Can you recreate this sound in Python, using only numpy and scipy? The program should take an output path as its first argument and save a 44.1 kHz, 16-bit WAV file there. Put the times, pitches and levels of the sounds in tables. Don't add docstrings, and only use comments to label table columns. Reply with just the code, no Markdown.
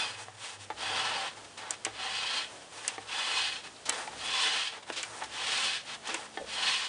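import sys
import numpy as np
from scipy import signal
from scipy.fft import rfft, irfft
from scipy.io import wavfile

SR = 44100
rng = np.random.default_rng(int(sys.argv[2]) if len(sys.argv) > 2 else 0)


def store_wav(level_fs):
    pcm = np.round(np.clip(np.atleast_2d(level_fs), -1, 1) * 32767)
    wavfile.write(sys.argv[1], SR, pcm.T.astype(np.int16))


N = 303408


def gain_of(db):
    return 10 ** (np.asarray(db) / 20)


def unit_rms(x):
    return x / np.sqrt(np.mean(x ** 2) + 1e-20)


def coloured(x, spectrum):
    hz, db = np.transpose(spectrum)
    bin_db = np.interp(np.log(np.fft.rfftfreq(len(x), 1 / SR) + 1), np.log(hz + 1), db)
    return unit_rms(irfft(rfft(x) * gain_of(bin_db), len(x)))


def resonate(x, hz, width_hz):
    radius = np.exp(-np.pi * width_hz / SR)
    return 2 * signal.lfilter([1 - radius], [1, -radius * np.exp(2j * np.pi * hz / SR)], x).real


def wander(knots_per_s):
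    knots = rng.standard_normal(2000)
    return 1.22 * np.interp(np.arange(N) / SR * knots_per_s, np.arange(2000), knots)


def add(mix, start_s, sound):
    part = mix[round(start_s * SR):][:len(sound)]
    part += sound[:len(part)]


def contact(t, marks_s, levels_db, lift_s):
    rise = np.clip(t / marks_s[0], 0, 1) ** 0.84
    lift_off = np.exp(-np.maximum(t - marks_s[-1], 0) / lift_s)
    return rise * gain_of(np.interp(t, marks_s, levels_db)) * lift_off


# start/s, bite/s, peak/s, length/s, scrape at bite/dB, at peak/dB, at parting/dB,
# handle/dB, handle change/dB, hiss/dB, ring/dB, ring tilt/(dB/octave); handle, hiss, ring re scrape
PULLS = [(-.45, .1, 0.41, 0.6, -36, -30.5, -44.5, -8, 6, -9, -4, 7),
         (0.758, 0.084, 0.24, 0.52, -36.5, -34, -37.5, -5.5, -2, -16, -5, -2),
         (1.918, 0.13, 0.43, 0.51, -37.5, -32, -35, -11, -10.5, -17, -6, 0),
         (3.055, 0.1, 0.34, 0.51, -34.5, -30.5, -38, -12.5, -7.5, -15.5, -5.5, -0.5),
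         (4.155, 0.091, 0.27, 0.52, -36.5, -29, -33, -13, -8.5, -15.5, -8, 1.5),
         (5.284, 0.19, 0.37, 0.49, -32.5, -29, -34, -13.5, -12, -15, -9.5, -0.1),
         (6.456, .11, 0.24, 0.4, -34, -30, -35.5, -13.5, -6.5, -15.5, -10, 3)]
# start/s, rise/s, hold/s, first level/dB, last level/dB, handle/dB, hiss/dB (both re scrape)
SLIDES = [(0.157, 0.047, 0.038, -47.5, -51, -3, -6.5), (0.25, 0.017, 0.11, -56, -61, -2, -6),
          (0.367, 0.084, .11, -44.5, -49, -5.5, -5.5), (0.587, 0.02, 0.038, -48, -49.5, -8, -4.5),
          (1.36, 0.019, .015, -53, -58, 3, -7), (1.568, .008, 0.14, -48.5, -46, -1.9, -15),
          (1.704, 0.014, 0.021, -54, -42.5, -7, -9), (2.496, .02, 0.058, -57.5, -62, 3, -1),
          (2.614, .01, 0.017, -51.5, -64, -2, -8), (2.69, 0.07, .11, -47.5, -45.5, -3.5, -6.5),
          (2.887, 0.013, 0.085, -44.5, -52, -3.5, -7.5), (2.992, .015, 0.053, -52.5, -57, 0, -5.5),
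          (3.629, 0.016, 0.031, -45, -46.5, -5.5, -14), (3.863, .01, 0.021, -49, -44, 5, -17),
          (3.918, 0.01, 0.15, -39.5, -50, 0, -4.5), (4.093, 0.017, 0.027, -57, -50, 2, -10),
          (4.713, 0.012, 0.057, -52, -51, 1, -15), (4.824, 0.0089, 0.0092, -49, -62, -0.5, -15),
          (4.861, 0.033, .01, -49, -49, 2.4, -8), (5.04, 0.013, 0.17, -51.5, -52.5, 2.5, -1.5),
          (5.252, .01, 0.026, -55, -57, -9, -5), (5.846, 0.052, 0.051, -40.5, -40.5, -8.5, -14),
          (6.011, 0.043, .015, -47, -44.5, -4.5, -17), (6.157, 0.008, .1, -48, -53, 2.7, -4.5),
          (6.316, 0.035, .015, -52, -51, -7, -8), (6.388, .015, .05, -59, -58, -3, -6)]


def strokes():
    t = np.arange(0, N / SR, 0.001)
    drive, tilt = np.zeros((4, len(t))), np.zeros(len(t))
    pull_lift_s, slide_lift_s = 0.032, 0.014
    hiss_change_db, ring_change_db, slide_ring_db = -4.1, -4, -10.5
    for start, bite, peak, length, *scrape_db, handle_db, change_db, hiss_db, ring_db, tilt_db in PULLS:
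        force = contact(t - start, [bite, peak, length], scrape_db, pull_lift_s)
        along = np.clip((t - start) / length, 0, 1) - 0.5
        drive += force * gain_of([np.zeros(len(t)),
                                  handle_db + change_db * along,
                                  hiss_db + hiss_change_db * along,
                                  ring_db + ring_change_db * along])
        tilt[(t > start) & (t < start + length + 4 * pull_lift_s)] = tilt_db
    for start, rise, hold, first_db, last_db, handle_db, hiss_db in SLIDES:
        force = contact(t - start, [rise, rise + hold], [first_db, last_db], slide_lift_s)
        drive += force * gain_of([[0], [handle_db], [hiss_db], [slide_ring_db]])
    return [np.interp(np.arange(N) / SR, t, row) for row in (*drive, tilt)]


def grain_slips():
    size = gain_of(1.53 * np.minimum(rng.exponential(1, N), 6))
    return unit_rms(rng.standard_normal(N) * size * gain_of(0.87 * wander(74)))


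# f/Hz, nominal width/Hz, relative level/dB
STEEL_MODES = [(792, 78, -9.5), (1045, 100, -5), (1330, 37, -16), (1577, 40, -16.5), (1780, 180, -9.5),
               (2037, 60, -14), (2235, 85, -16.5), (2532, 60, -1), (2660, 94, -7), (2820, 41, -16.5),
               (2957, 120, -2), (3184, 91, 1), (3360, 62, -6.5), (3450, 58, -5.5), (4226, 200, -3.5),
               (4700, 72, -4), (4854, 45, -7.5), (5265, 110, -9.5)]


def steel_ring(slips, tilt_db_per_octave):
    ring = np.zeros(N)
    for hz, width_hz, db in STEEL_MODES:
        level_db = db + 2.8 * wander(16) + 1.7 * wander(2.68) + tilt_db_per_octave * np.log2(hz / 2500)
        mode = resonate(resonate(slips, hz, 0.98 * width_hz), hz, 4.9 * width_hz)
        ring += gain_of(level_db) * unit_rms(mode)
    return ring / np.linalg.norm([gain_of(db) for _, _, db in STEEL_MODES])


# f/Hz, relative density/dB
EDGE_SPECTRUM = [(530, -61.5), (900, -36), (1050, -14.5), (1220, -9), (1830, -1.5), (2200, -1.5),
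                 (2540, 3.5), (3320, 4.5), (3710, 3.5), (7000, -14), (9100, -19), (15400, -120)]
HANDLE_SPECTRUM = [(88, -39), (150, -42), (193, -15.5), (386, -15), (447, -6), (706, -7), (825, 1),
                   (1060, -4), (1210, -5.5), (1800, -9), (2340, -16), (3960, -120)]
HISS_SPECTRUM = [(2650, -48), (4500, -18), (4810, -4.5), (5060, -13.5), (5430, -6), (7230, -6),
                 (9420, -3.5), (10000, -10.5), (13000, -38), (22000, -120)]


def belt():
    scrape_drive, handle_drive, hiss_drive, ring_drive, tilt = strokes()
    slips = grain_slips()
    firmness = np.minimum(scrape_drive / gain_of(-36), 1) ** 0.62
    ring = ring_drive * firmness * steel_ring(slips, tilt)
    edge = scrape_drive * gain_of(-2.5 + 1.03 * wander(15)) * coloured(slips, EDGE_SPECTRUM)
    hiss = hiss_drive * gain_of(1.36 * wander(40)) * coloured(slips, HISS_SPECTRUM)
    handle = handle_drive * gain_of(1.05 * wander(25)) * coloured(slips, HANDLE_SPECTRUM)
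    return edge + ring + handle + hiss


# f/Hz, relative density/dB
ROOM_SPECTRUM = [(15, -45), (25, -18.5), (53, -15.5), (97, -7), (168, -7.5), (447, -4), (667, -2),
                 (836, -3.5), (924, -6.5), (1730, -8.5), (2400, -11), (3160, -8), (3670, -11), (8820, -15),
                 (10000, -17), (13000, -47), (22000, -120)]


def room_noise(level_db=-52.5):
    return gain_of(level_db + 2.3 * wander(4.3)) * coloured(rng.standard_normal(N), ROOM_SPECTRUM)


# t/s, level/dB, f/Hz
HUM_TRACK = [(0.0, -63, 101.9), (0.55, -63.5, 102.1), (1.66, -63, 102.9), (1.9, -62.5, 109.3),
             (2.03, -69, 104.3), (2.63, -75, 98), (2.78, -70, 106.6), (4.66, -73, 103), (6.44, -71, 123),
             (6.88, -78, 117)]


def hum():
    t = np.arange(N) / SR
    marks_s, db, hz = np.transpose(HUM_TRACK)
    pitch_hz = np.interp(t, marks_s, hz) + 1.25 * wander(13)
    tone = np.sqrt(2) * np.sin(2 * np.pi * np.cumsum(pitch_hz) / SR)
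    return gain_of(np.interp(t, marks_s, db) + 4.4 * wander(10)) * tone


# start/s, end/s, f/Hz, level/dB
DRONES = [(0, .5, 118.3, -62.5), (.82, 1.352, 134.6, -63), (1.85, 2.3, 139, -73), (4.2, 4.698, 138, -66.5),
          (5.6, 6.05, 138.4, -65), (5.82, 6.85, 216.4, -63)]


def drones():
    out = np.zeros(N)
    for start, end, hz, db in DRONES:
        t = np.arange(round((end - start) * SR)) / SR
        add(out, start, gain_of(db) * signal.windows.tukey(len(t), 0.4) * np.sin(2 * np.pi * hz * t))
    return out


# f/Hz, relative level/dB, nominal T60/s
KNOCK_MODES = [(298, -22, 0.094), (464, -17, 0.066), (795, -7, 0.15), (868, -2.5, .05),
               (1140, -10.5, 0.048), (1167, -9, 0.058), (1256, -6.5, 0.046), (1520, -7, 0.036),
               (1783, 2.5, 0.037), (1874, -0.5, 0.016), (2090, -3, 0.027), (2610, -8, 0.029),
               (2830, -5, 0.031), (3240, -3.5, 0.1), (3685, -4, 0.042)]
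# t/s, level/dB, tilt/(dB/kHz), pitch factor, T60 factor, smear/s
KNOCKS = [(0.2838, -27.5, -6.5, 0.95, 0.45, 0.00077), (.7028, -23, -5.5, 1.07, 0.37, 0.012),
          (1.866, -23.5, -5.5, .99, 0.5, 0.0061), (2.981, -19, -10.5, 1.02, 0.7, 0.0039),
          (3.891, -32.5, 1.5, 1.08, 1.3, 0.013), (4.076, -27.5, -5.5, 1.11, 0.42, 0.0054),
          (4.901, -25, -2, 0.87, 0.3, 0.002), (5.221, -25.5, -5, 1.01, 0.63, .011),
          (6.089, -25, -6, 1.02, 0.97, 0.0095), (6.143, -24, -6, 1.2, 0.49, 0.008),
          (6.3736, -25.5, -3.5, 1, 0.59, 0.0054)]


def knocks():
    out, t = np.zeros(N), np.arange(12000) / SR
    for start, db, tilt_db_per_khz, pitch_factor, t60_factor, smear_s in KNOCKS:
        ring = np.zeros(len(t))
        for hz, mode_db, t60_s in KNOCK_MODES:
            envelope = gain_of(mode_db + tilt_db_per_khz * hz / 1000 - 60 * t / (t60_s * t60_factor))
            ring += envelope * np.sin(2 * np.pi * hz * pitch_factor * t)
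        smear = rng.standard_normal(2000) * np.exp(-t[:2000] / smear_s)
        blow = 0.75 * smear / np.linalg.norm(smear) + 0.55 * signal.unit_impulse(2000)
        add(out, start, -gain_of(db) * signal.oaconvolve(ring, blow))
    return out


# t/s, level/dB
SHUDDERS = [(0.721, -59), (1.887, -60), (3.004, -67), (3.308, -62), (4.096, -57.5), (4.993, -76),
            (5.236, -63), (6.395, -58)]


def bench(hz=62.2, rise_s=0.023, t60_s=1.5):
    out, t = np.zeros(N), np.arange(SR) / SR
    for start, db in SHUDDERS:
        envelope = gain_of(db - 60 * t / t60_s) * (1 - np.exp(-t / rise_s))
        add(out, start, envelope * np.sin(2 * np.pi * hz * t))
    return out


# t/s, level/dB, centre/Hz, nominal width as a share of the centre, rise/s, T60/s
SCUFFS = [(1.444, -41.5, 3100, 1.2, .002, 0.056), (1.575, -40, 1600, 5.7, 0.0016, 0.18),
          (1.868, -40, 1200, 2.8, 0.0048, 0.23), (2.844, -38, 1800, 0.75, 0.0036, 0.091),
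          (3.761, -43.5, 4000, 0.24, 0.0033, 0.057), (3.854, -34, 3900, 1.3, 0.0032, 0.17),
          (4.92, -35, 3020, 1.3, 0.0071, 0.2), (4.958, -26, 3240, 0.96, 0.017, 0.23),
          (5.2, -35.5, 1500, 1.3, 0.014, 0.23), (5.234, -33, 3000, 3.1, 0.0038, 0.08),
          (6.051, -40, 3000, 0.93, 0.006, 0.16), (6.07, -30, 3420, 1.5, .003, 0.092),
          (6.09, -33, 2230, 1.4, 0.003, 0.37)]


def scuffs():
    out, t = np.zeros(N), np.arange(9000) / SR
    for start, db, hz, share, rise_s, t60_s in SCUFFS:
        envelope = (1 - np.exp(-t / rise_s)) * gain_of(db - 60 * t / t60_s)
        band = resonate(rng.standard_normal(len(t)), hz, share * hz)
        add(out, start, envelope * unit_rms(resonate(band, hz, 2.8 * share * hz)))
    return out


# t/s, tick level/dB, slap level/dB, slap centre/Hz
SNAPS = [(1.707, -15, -38, 2270), (1.849, -13.5, -22.5, 2250), (2.879, -11.5, -23.5, 2520),
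         (3.894, -8.5, -24, 2290), (5.03, -22, -25.5, 2170), (6.143, -20.5, -23.5, 2350)]


def snaps(twin_delay_s=0.00125, rattle_t60_s=0.028, slap_t60_s=0.051):
    out, t = np.zeros(N), np.arange(6000) / SR
    from_peak_s = t - 0.0004
    tick = np.exp(-(from_peak_s / 0.00012) ** 2) * np.cos(2 * np.pi * 7200 * from_peak_s)
    ticks = 0.8 * tick + np.roll(tick, round(twin_delay_s * SR))
    for start, tick_db, slap_db, slap_hz in SNAPS:
        rattle = unit_rms(resonate(rng.standard_normal(len(t)), hz=7700, width_hz=2300))
        rattle *= gain_of(-10 - 60 * t / rattle_t60_s)
        slap = unit_rms(resonate(rng.standard_normal(len(t)), slap_hz, width_hz=940))
        slap *= gain_of(slap_db - 60 * t / slap_t60_s) * (1 - np.exp(-t / 0.004))
        add(out, start, gain_of(tick_db) * (ticks + rattle) + slap)
    return out


def creak(start_s=6.398, gap_s=0.0079, peak_s=0.016, peak_db=-29, t60_s=0.025, sag_hz_per_s=2600):
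    out, t = np.zeros(N), np.arange(3000) / SR
    for slip, (timing_jitter, level_jitter) in enumerate(rng.standard_normal((7, 2))):
        delay_s = max(gap_s * (slip + 0.091 * timing_jitter), 0)
        db = peak_db - 300 * abs(delay_s - peak_s) + 1.5 * level_jitter
        hz = max(590 - sag_hz_per_s * delay_s, 480)
        envelope = gain_of(db - 60 * t / t60_s) * (1 - np.exp(-t / 0.00061))
        add(out, start_s + delay_s, envelope * np.sin(2 * np.pi * hz * t))
    return out


def walls(x, low_t60_s=0.12, high_t60_s=0.017):
    taps, t = np.zeros(12000), np.arange(12000) / SR
    slots = np.arange(200, 11980, 20)
    arrivals = slots + rng.integers(0, 20, len(slots))
    taps[arrivals] = rng.choice([-1., 1.], len(arrivals))
    lows = signal.lfilter(*signal.butter(2, 3000, fs=SR), taps)
    tail = lows * gain_of(-60 * t / low_t60_s) + (taps - lows) * gain_of(-60 * t / high_t60_s)
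    return signal.oaconvolve(x, tail / np.linalg.norm(tail))[:N]


def scene():
    bass_cut = signal.butter(4, 300, "high", fs=SR, output="sos")
    transients = signal.sosfilt(bass_cut, snaps() + knocks() + scuffs())
    direct = belt() + transients + creak()
    return (direct + gain_of(-16) * walls(direct) + bench() + room_noise() + hum() + drones())[None]


def record(dry, rolloff_hz=10080, band_limit_hz=10691):
    rolloff = signal.firwin(901, rolloff_hz, window=("kaiser", 5), fs=SR)
    band_limit = signal.firwin(511, band_limit_hz, window=("kaiser", 9), fs=SR)
    rolled = signal.oaconvolve(dry, rolloff[None], "same")
    return signal.oaconvolve(rolled, band_limit[None], "same")


dry = scene()
out = record(dry)
store_wav(out)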